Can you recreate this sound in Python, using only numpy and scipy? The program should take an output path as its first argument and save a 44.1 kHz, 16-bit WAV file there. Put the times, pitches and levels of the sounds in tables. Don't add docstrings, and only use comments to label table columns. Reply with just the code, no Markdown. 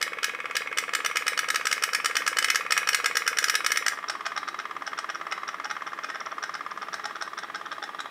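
import sys
import numpy as np
from scipy import signal
from scipy.fft import rfft, irfft, next_fast_len
from scipy.io import wavfile

SR = 44100
rng = np.random.default_rng(int(sys.argv[2]) if len(sys.argv) > 2 else 0)


def to_wav(sig):
    pcm = np.clip(np.atleast_2d(sig), -1, 1) * 32767
    pcm = np.round(pcm).astype(np.int16)
    wavfile.write(sys.argv[1], SR, pcm.T)


def field_ratio(decibels):
    return 10 ** (np.asarray(decibels, dtype=float) / 20)


N = 357210
CALM_S = 3.9


def unit(x):
    return x / np.sqrt(np.mean(x ** 2) + 1e-20)


def along(points, hz):
    point_hz, value = np.transpose(points)
    return np.interp(np.log(hz + 1), np.log(point_hz + 1), value)


def noise(spectrum, size):
    m = next_fast_len(size + 8192)
    white = rfft(rng.standard_normal(m))
    gain = field_ratio(along(spectrum, np.fft.rfftfreq(m, 1 / SR)))
    return unit(irfft(white * gain, m)[:size])


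def cut(x, hz, order, kind):
    return signal.sosfilt(signal.butter(order, hz, kind, fs=SR, output="sos"), x)


# pitch_hz [Hz], relative level_db [dB per Hz]
AIR_SPECTRUM = [(20, -45), (60, -38), (100, -29), (180, -3.5), (400, -6), (900, -1.5), (2500, -6),
                (6500, -21), (14500, -31), (16500, -47)]
# pitch_hz [Hz], width_hz [Hz], level_db [dB]
ROOM_MODES = [(104.5, 14, -78), (123, 18, -77.5), (178.2, 20, -71.5), (283, 13.4, -64), (338, 17, -63),
              (433.5, 30, -62.5), (677, 7.9, -65.5)]


def air():
    out = field_ratio(-50.5) * noise(AIR_SPECTRUM, size=N)
    for hz, width, db in ROOM_MODES:
        band = [(hz - 3 * width, -40), (hz - width / 2, -3), (hz, 0), (hz + width / 2, -3), (hz + 3 * width, -40)]
        out = out + field_ratio(db) * noise(band, size=N)
    return out


# pitch_hz [Hz], t60_s [s]
ROOM_T60 = [(300, 0.39), (2000, 0.31), (5500, 0.28), (14000, 0.26)]
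# pitch_hz [Hz], relative level_db [dB]
ROOM_COLOUR = [(300, -1.5), (1000, -1.5), (2500, 0.8), (6000, -3), (14000, 1.27)]


def room(x, count=28):
    out, gap = np.zeros(N + SR), round(.004 * SR)
    edges = np.linspace(0, N, count + 1).astype(int)
    for a, b in zip(edges, edges[1:]):
        hz, t, z = signal.stft(rng.standard_normal(SR // 2), SR, nperseg=256)
        decay_db = -60 * t / along(ROOM_T60, hz)[:, None]
        shape = field_ratio(along(ROOM_COLOUR, hz)[:, None] + decay_db)
        tail = signal.istft(z * shape, SR, nperseg=256)[1]
        wet = signal.fftconvolve(x[a:b], tail / np.linalg.norm(tail))
        out[a + gap:][:len(wet)] += wet
    return out[:N]


# pitch_hz [Hz], relative level_db [dB], t60_s [s]
SHELL = [(681.3, 19, 0.13), (852, 16, 0.14), (1010, -19, .2), (1426, 15, 0.13), (1820, 13, 0.09),
         (1870, 10.5, 0.27), (2040, -30, 0.17), (2220, -27, .2), (2480, -13, 0.6), (3090, 0, 0.26),
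         (3880, 8, 0.63), (5000, -18, 0.11), (5700, -26, 0.13)]


def shell(x):
    t = np.arange(SR // 2) / SR
    tail = sum(field_ratio(db - 60 * t / t60) * np.sin(2 * np.pi * hz * t) for hz, db, t60 in SHELL)
    return signal.fftconvolve(x, tail)[:N]


def hardness(s, hull_db, lid_db):
    middle_db = (-11, -17)[int(s > CALM_S)]
    return 1 / (1 + np.exp(middle_db + hull_db - lid_db))


# pitch_hz [Hz], level_db at half of CALM_S [dB], t60_s [s]
THUMP = [(485.5, -30.5, 0.035), (405, -40, 0.029)]


def thump(pushes, lead):
    out, t = np.zeros(N + SR), np.arange(SR // 10) / SR
    for s, hull_db, lid_db in pushes:
        calm = int(s > CALM_S)
        hz, db, t60 = THUMP[calm]
        hz_slip, db_slip = rng.standard_normal(2)
        weaker_db = (-0.3, -0.22)[calm] * (s - CALM_S / 2)
        fade = field_ratio(db + weaker_db + 1.34 * db_slip - 60 * t / t60) * (1 - np.exp(-t / 0.0017))
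        at = round((s - lead * hardness(s, hull_db, lid_db)) * SR)
        out[at:][:len(t)] += fade * np.sin(2 * np.pi * hz * (1 + 0.023 * hz_slip) * t)
    return out[:N]


# push start_s [s], wait_s until the return [s],
# push hull level_db [dB], push lid level_db [dB], return lid level_db [dB]
SNAPS = [(0.0138, 0.012, -26, -31, -25), (0.2305, 0.012, -25.5, -30.5, -25),
         (0.5534, 0.013, -25.5, -31.5, -25.5), (0.7732, .011, -25, -31, -24.5),
         (.935, .0146, -23.5, -32.5, -25.5), (1.0473, 0.013, -23.5, -31, -25.5),
         (1.157, 0.012, -23, -32.5, -25.5), (1.2663, .0131, -24.5, -32.5, -24),
         (1.3754, .0149, -23.5, -29.5, -25), (1.486, .0162, -25, -31.5, -26),
         (1.5447, 0.013, -24, -31, -25.5), (1.654, .0151, -24.5, -28, -25),
         (1.7134, 0.013, -23.5, -27.5, -24), (1.8233, 0.013, -26.5, -30, -22.5),
         (1.9327, 0.015, -24, -27.5, -24), (2.0457, 0.012, -23.5, -28, -24), (2.154, 0.013, -24, -30, -23),
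         (2.2646, 0.012, -23.5, -29.5, -24), (2.3689, 0.017, -23, -28.5, -23.5),
         (2.425, 0.019, -25.5, -29, -23.5), (2.4835, .0175, -23.5, -32.5, -21.5),
         (2.5464, 0.0099, -25.5, -29, -23), (2.707, 0.014, -22.5, -27, -21.5),
         (2.7655, 0.011, -23, -35.5, -23), (2.8728, 0.016, -23, -29, -23),
         (2.9313, .0144, -24.5, -28.5, -21.5), (3.0427, 0.016, -23, -30, -23.5),
         (3.154, 0.015, -24.5, -29, -22), (3.2646, 0.012, -26.5, -34, -22.5),
         (3.3707, .0148, -26, -30.5, -22.5), (3.427, 0.014, -27.5, -33, -22.5),
         (3.483, 0.014, -25, -28.5, -21.5), (3.5416, 0.011, -24.5, -33.5, -22.5),
         (3.6457, 0.017, -24.5, -31, -22.5), (3.7038, .0141, -26, -35.5, -23),
         (3.7591, 0.013, -25.5, -33.5, -24), (3.8634, .0175, -19.5, -25.5, -24),
         (4.0844, .0127, -31.5, -31, -28.5), (4.2553, 0.0076, -29.5, -39, -32.5),
         (4.3633, 0.012, -29, -35.5, -33), (4.478, 0.007, -30, -42, -38.5),
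         (4.5892, 0.0086, -29.5, -39.5, -42.5), (4.8662, .0086, -35, -36.5, -38.5),
         (4.9773, 0.01, -32.5, -40, -34.5), (5.09, 0.009, -28.5, -46, -39),
         (5.147, 0.007, -34, -39.5, -45.5), (5.3133, .0086, -34, -39, -34.5),
         (5.4787, 0.0088, -33, -36, -39.5), (5.644, .0094, -33, -36, -40.5),
         (5.701, 0.0092, -31, -38.5, -36), (5.867, 0.0073, -31.5, -45, -46.5),
         (6.035, 0.0078, -34, -41, -39), (6.0913, 0.0084, -34, -45, -41), (6.1463, 0.0088, -33, -44, -46),
         (6.2037, 0.0073, -34, -38.5, -61), (6.2605, 0.0072, -32, -40.5, -58),
         (6.3171, 0.0074, -33.5, -46, -62), (6.427, 0.0096, -32, -36.5, -35.5),
         (6.5407, 0.0097, -32.5, -37.5, -41.5), (6.7116, .0047, -36, -46, -54),
         (6.8186, 0.0088, -30, -43.5, -48), (6.9304, 0.0097, -31.5, -39, -34.5),
         (7.0417, .0122, -31, -39, -33.5), (7.1558, 0.0079, -31, -45.5, -49.5),
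         (7.2121, 0.0097, -29.5, -39, -34), (7.377, 0.0097, -30, -41, -39.5),
         (7.4328, .0098, -31, -43.5, -56), (7.5465, 0.0092, -29, -41, -39), (7.6596, 0.0065, -34, -48, -59),
         (7.716, 0.0087, -30.5, -42.5, -42.5), (7.826, 0.011, -30, -41, -38),
         (7.9914, 0.011, -30.5, -44, -36)]
# start_s [s], push level_db [dB], return level_db [dB]
FLEX = [(0, -35.5, -28.5), (.9, -34.5, -27), (1.4, -30.5, -27), (1.8, -36, -27.5), (2.2, -31.5, -26.5),
        (2.8, -32, -26), (3.1, -36, -26), (3.6, -47, -27), (3.87, -42, -28.5), (3.92, -29.5, -31.5),
        (4.15, -38, -29), (4.7, -42, -28.5), (5, -35, -28), (5.3, -41, -28), (6, -36, -28.5),
        (6.65, -40, -28.5), (7, -36.5, -30.5), (7.3, -41, -32), (8.1, -41, -32)]
# share of its wait [ratio], shift_s [s]
BEAT = [(1, -.003), (0.2013, .0075)]


def cycles():
    cycle_s, flex_wait_s = .0555, .013
    flex_lid_db = (-25, -21.5)
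    # time in s, hull in dB, lid in dB
    scatter = [(0.00081, .0004), (1.5, 0.3), (2, 1.5)]
    s, wait, push_hull, push_lid, back_lid = np.transpose(SNAPS)
    share, shift = np.array(BEAT)[(s > CALM_S).astype(int)].T
    beat = s + share * wait + shift
    ends = np.append(beat[1:], beat[-1] + 2 * cycle_s)
    fills = [np.linspace(a, b, round((b - a) / cycle_s) + 1)[1:-1] for a, b in zip(beat, ends)]
    soft = np.concatenate(fills)
    chance = rng.standard_normal((len(soft), 3, 2)) * scatter
    times, *flex_db = np.transpose(FLEX)
    rows = []
    for k, early in enumerate((flex_wait_s, 0)):
        late, hull, lid = chance[:, :, k].T
        hull = hull + np.interp(soft, times, flex_db[k])
        rows.append(np.transpose([soft - early + late, hull, hull + flex_lid_db[k] + lid]))
    harder_db = np.maximum(0.3992 * (back_lid + 42), -1)
    back_hull = np.interp(s, times, flex_db[1]) + harder_db
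    pushes = np.vstack([np.transpose([s, push_hull, push_lid]), rows[0]])
    returns = np.vstack([np.transpose([s + wait, back_hull, back_lid]), rows[1]])
    return pushes, returns


# start_s [s], then relative level_db [dB] of the
FACING = [(0, 1, 3, 6, -3.5), (1.2, 0, 1.5, 2, -3.5), (2.4, 0, 0, 0.5, -2), (3.8, 1, 0.5, 1.5, 4.5),
          (4.1, -1.5, -0.5, 0, -4), (5.5, -0.5, -0.5, -1.5, -1.5), (6.6, 0.5, -3, -2, -1.5),
          (7.2, 2, -5.5, -1, -3), (8.1, 4.5, -4, 5, -4)]
# from_hz [Hz], to_hz [Hz]
PARTS = [(600, 1000), (2000, 3100), (3100, 4000), (5000, 6000)]


def facing_db(s, hz):
    times, *parts = np.transpose(FACING)
    return sum(np.interp(s, times, db) * ((hz > lo) & (hz < hi)) for db, (lo, hi) in zip(parts, PARTS))


def ring(hz, t60, db, t, rise, hold, scatter_db, slip):
    chance = rng.standard_normal((2, len(hz), 1))
    age = 1.51 * (np.sqrt(t ** 2 + hold ** 2) - hold)
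    decay = field_ratio(db[:, None] + scatter_db * chance[0] - 60 * age / t60[:, None])
    fade = decay * (1 - np.exp(-t / rise))
    x = (fade * np.sin(2 * np.pi * hz[:, None] * t + slip * chance[1])).sum(axis=0)
    return x / np.sqrt(np.mean(x[t < .006] ** 2))


# pitch_hz [Hz], relative level_db [dB per Hz]
CRACK_LIVELY = [(2500, -15.5), (4000, -0.5), (6000, -5.5), (9000, -3), (12000, -10.5), (15000, -11),
                (17000, -42)]
CRACK_CALM = [(2500, -45), (4000, 5.5), (6000, 1), (9000, -6.5), (12000, -13), (15000, -22)]
HULL = [(660, 0.022, -23, -23, -35, -35, -35, -35, -17, -14),
        (830, 0.018, -23, -18, -14, -14, -18, -35, -12, -7),
        (1090, 0.027, -35, -35, -35, -35, -29, -35, -8, -13),
        (1190, 0.027, -12, -25, -5, -24, -3, -21, 0, -1), (1300, 0.027, -10, 0, -3, 0, -4, -4, -8, -3),
        (1465, 0.027, -35, -6, -13, -7, -35, -35, -11, -6),
        (1570, 0.027, -9, -12, -2, -12, -13, -11, -10, 0), (1670, 0.027, 0, -1, 0, -13, -4, 0, -7, -17),
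        (1860, 0.027, -6, -2, -3, -13, -4, -4, -7, -4), (2070, 0.027, -7, -8, -9, -14, -4, -5, -5, -7),
        (2180, 0.027, -6, -17, -35, -35, 0, -4, -35, -35),
        (2490, 0.027, -9, -7, -13, -18, -4, -7, -15, -11),
        (2960, 0.027, -16, -4, -17, -20, -13, -9, -17, -12),
        (3250, 0.027, -18, -13, -17, -19, -14, -15, -12, -13),
        (3510, 0.027, -18, -16, -16, -14, -18, -13, -17, -14)]
LID = [(3884, 0.026, -20, -11, -13.5, -7), (4437, 0.019, -4, -10, -10.5, -13.5),
       (4856, 0.022, -8.5, -14, -7.5, -15), (5118, 0.018, -6, -8, -4.5, -4.5),
       (5320, 0.022, -10, -5, -4.5, 1.5), (5562, 0.019, 1, 3.5, -3, -10), (5843, 0.016, -6, -4, 1.5, -2.5),
       (6410, 0.025, -11.5, -23, -11.5, -15.5), (6935, 0.027, -14, -26, -11.5, -20),
       (7224, 0.025, -18, -33, -12, -23), (7770, 0.031, -15, -32, -16.5, -21.5),
       (8120, 0.027, -18, -37, -11, -20), (8510, 0.023, -14, -30, -17.5, -24),
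       (9030, 0.03, -22, -36, -20, -24)]


def strokes(rows, hull_db, lid_db, flex_rise, flex_slip, rattle, crack_db, crack_t60, swell_db, lead):
    out, t = np.zeros(N + SR), np.arange(SR // 10) / SR
    hull_hz, hull_t60 = np.transpose(HULL)[:2]
    lid_hz, lid_t60 = np.transpose(LID)[:2]
    hiss = noise(CRACK_LIVELY, size=N + SR), noise(CRACK_CALM, size=N + SR)
    for s, body_db, snap_db in rows:
        calm, at = int(s > CALM_S), round(s * SR)
        hard = hardness(s, body_db, snap_db)
        soft_rise = flex_rise[calm] * (hull_hz[:, None] / 1200) ** 1.74
        rise = hard * 0.00041 + (1 - hard) * soft_rise
        hold = 0.003 + hard * rattle[calm]
        soft_db, hard_db = hull_db[2 * calm:][:2] + facing_db(s, hull_hz)
        mode_db = soft_db + hard * (hard_db - soft_db)
        body = ring(hull_hz, hull_t60, mode_db, t, rise, hold,
                    scatter_db=0.98 + 1.1 * hard, slip=flex_slip + 0.49 * hard)
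        snap = ring(lid_hz, lid_t60, lid_db[calm] + facing_db(s, lid_hz), t, 0.00067, hold,
                    scatter_db=3.5, slip=2.6)
        short_burst = 0.53 * hard * (1 - calm) * field_ratio(-60 * t / 0.015)
        burst = (field_ratio(-60 * t / crack_t60[calm]) + short_burst) * (1 - np.exp(-t / 0.0008))
        crack = field_ratio(crack_db[calm]) * burst * hiss[calm][at:][:len(t)]
        out[at:][:len(t)] += field_ratio(body_db) * body + field_ratio(snap_db) * (snap + crack)
        swell = ring(hull_hz, hull_t60, soft_db, t, rise=.002, hold=.002, scatter_db=2.5, slip=.6)
        out[at - round(lead * SR):][:len(t)] += hard * field_ratio(swell_db[calm]) * swell
    return out[:N]


def boiler(pushes, returns):
    hull_db, lid_db = np.transpose(HULL)[2:], np.transpose(LID)[2:]
    # rise, rattle, crack_t60 and lead in s; slip in rad
    push = strokes(pushes, hull_db[:4], lid_db[:2], flex_rise=(.0015, .0005), flex_slip=0.53,
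                   rattle=(.0005, .0015), crack_db=(-3.5, -12), crack_t60=(.025, .03),
                   swell_db=(-37, -37), lead=.005)
    back = strokes(returns, hull_db[4:], lid_db[2:], flex_rise=(.0005, .001), flex_slip=0.27,
                   rattle=(.0015, .005), crack_db=(-1.5, -6.5), crack_t60=(.04, .06),
                   swell_db=(-37, -42), lead=0.001407)
    return push + back


def scene():
    pushes, returns = cycles()
    tin = cut(boiler(pushes, returns), hz=568, order=3, kind="high")
    boat = tin + thump(pushes, lead=0.00491)
    tub = field_ratio(-68.5) * shell(boat)
    reverb = field_ratio(-7) * room(boat)
    return (boat + tub + reverb + air())[None]


def low_pass(x):
    return signal.sosfilt(signal.butter(12, 16460, fs=SR, output="sos"), x)


def record(dry):
    mix = cut(dry, hz=15600, order=12, kind="low")
    return low_pass(mix)


dry = scene()
out = record(dry)
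to_wav(out)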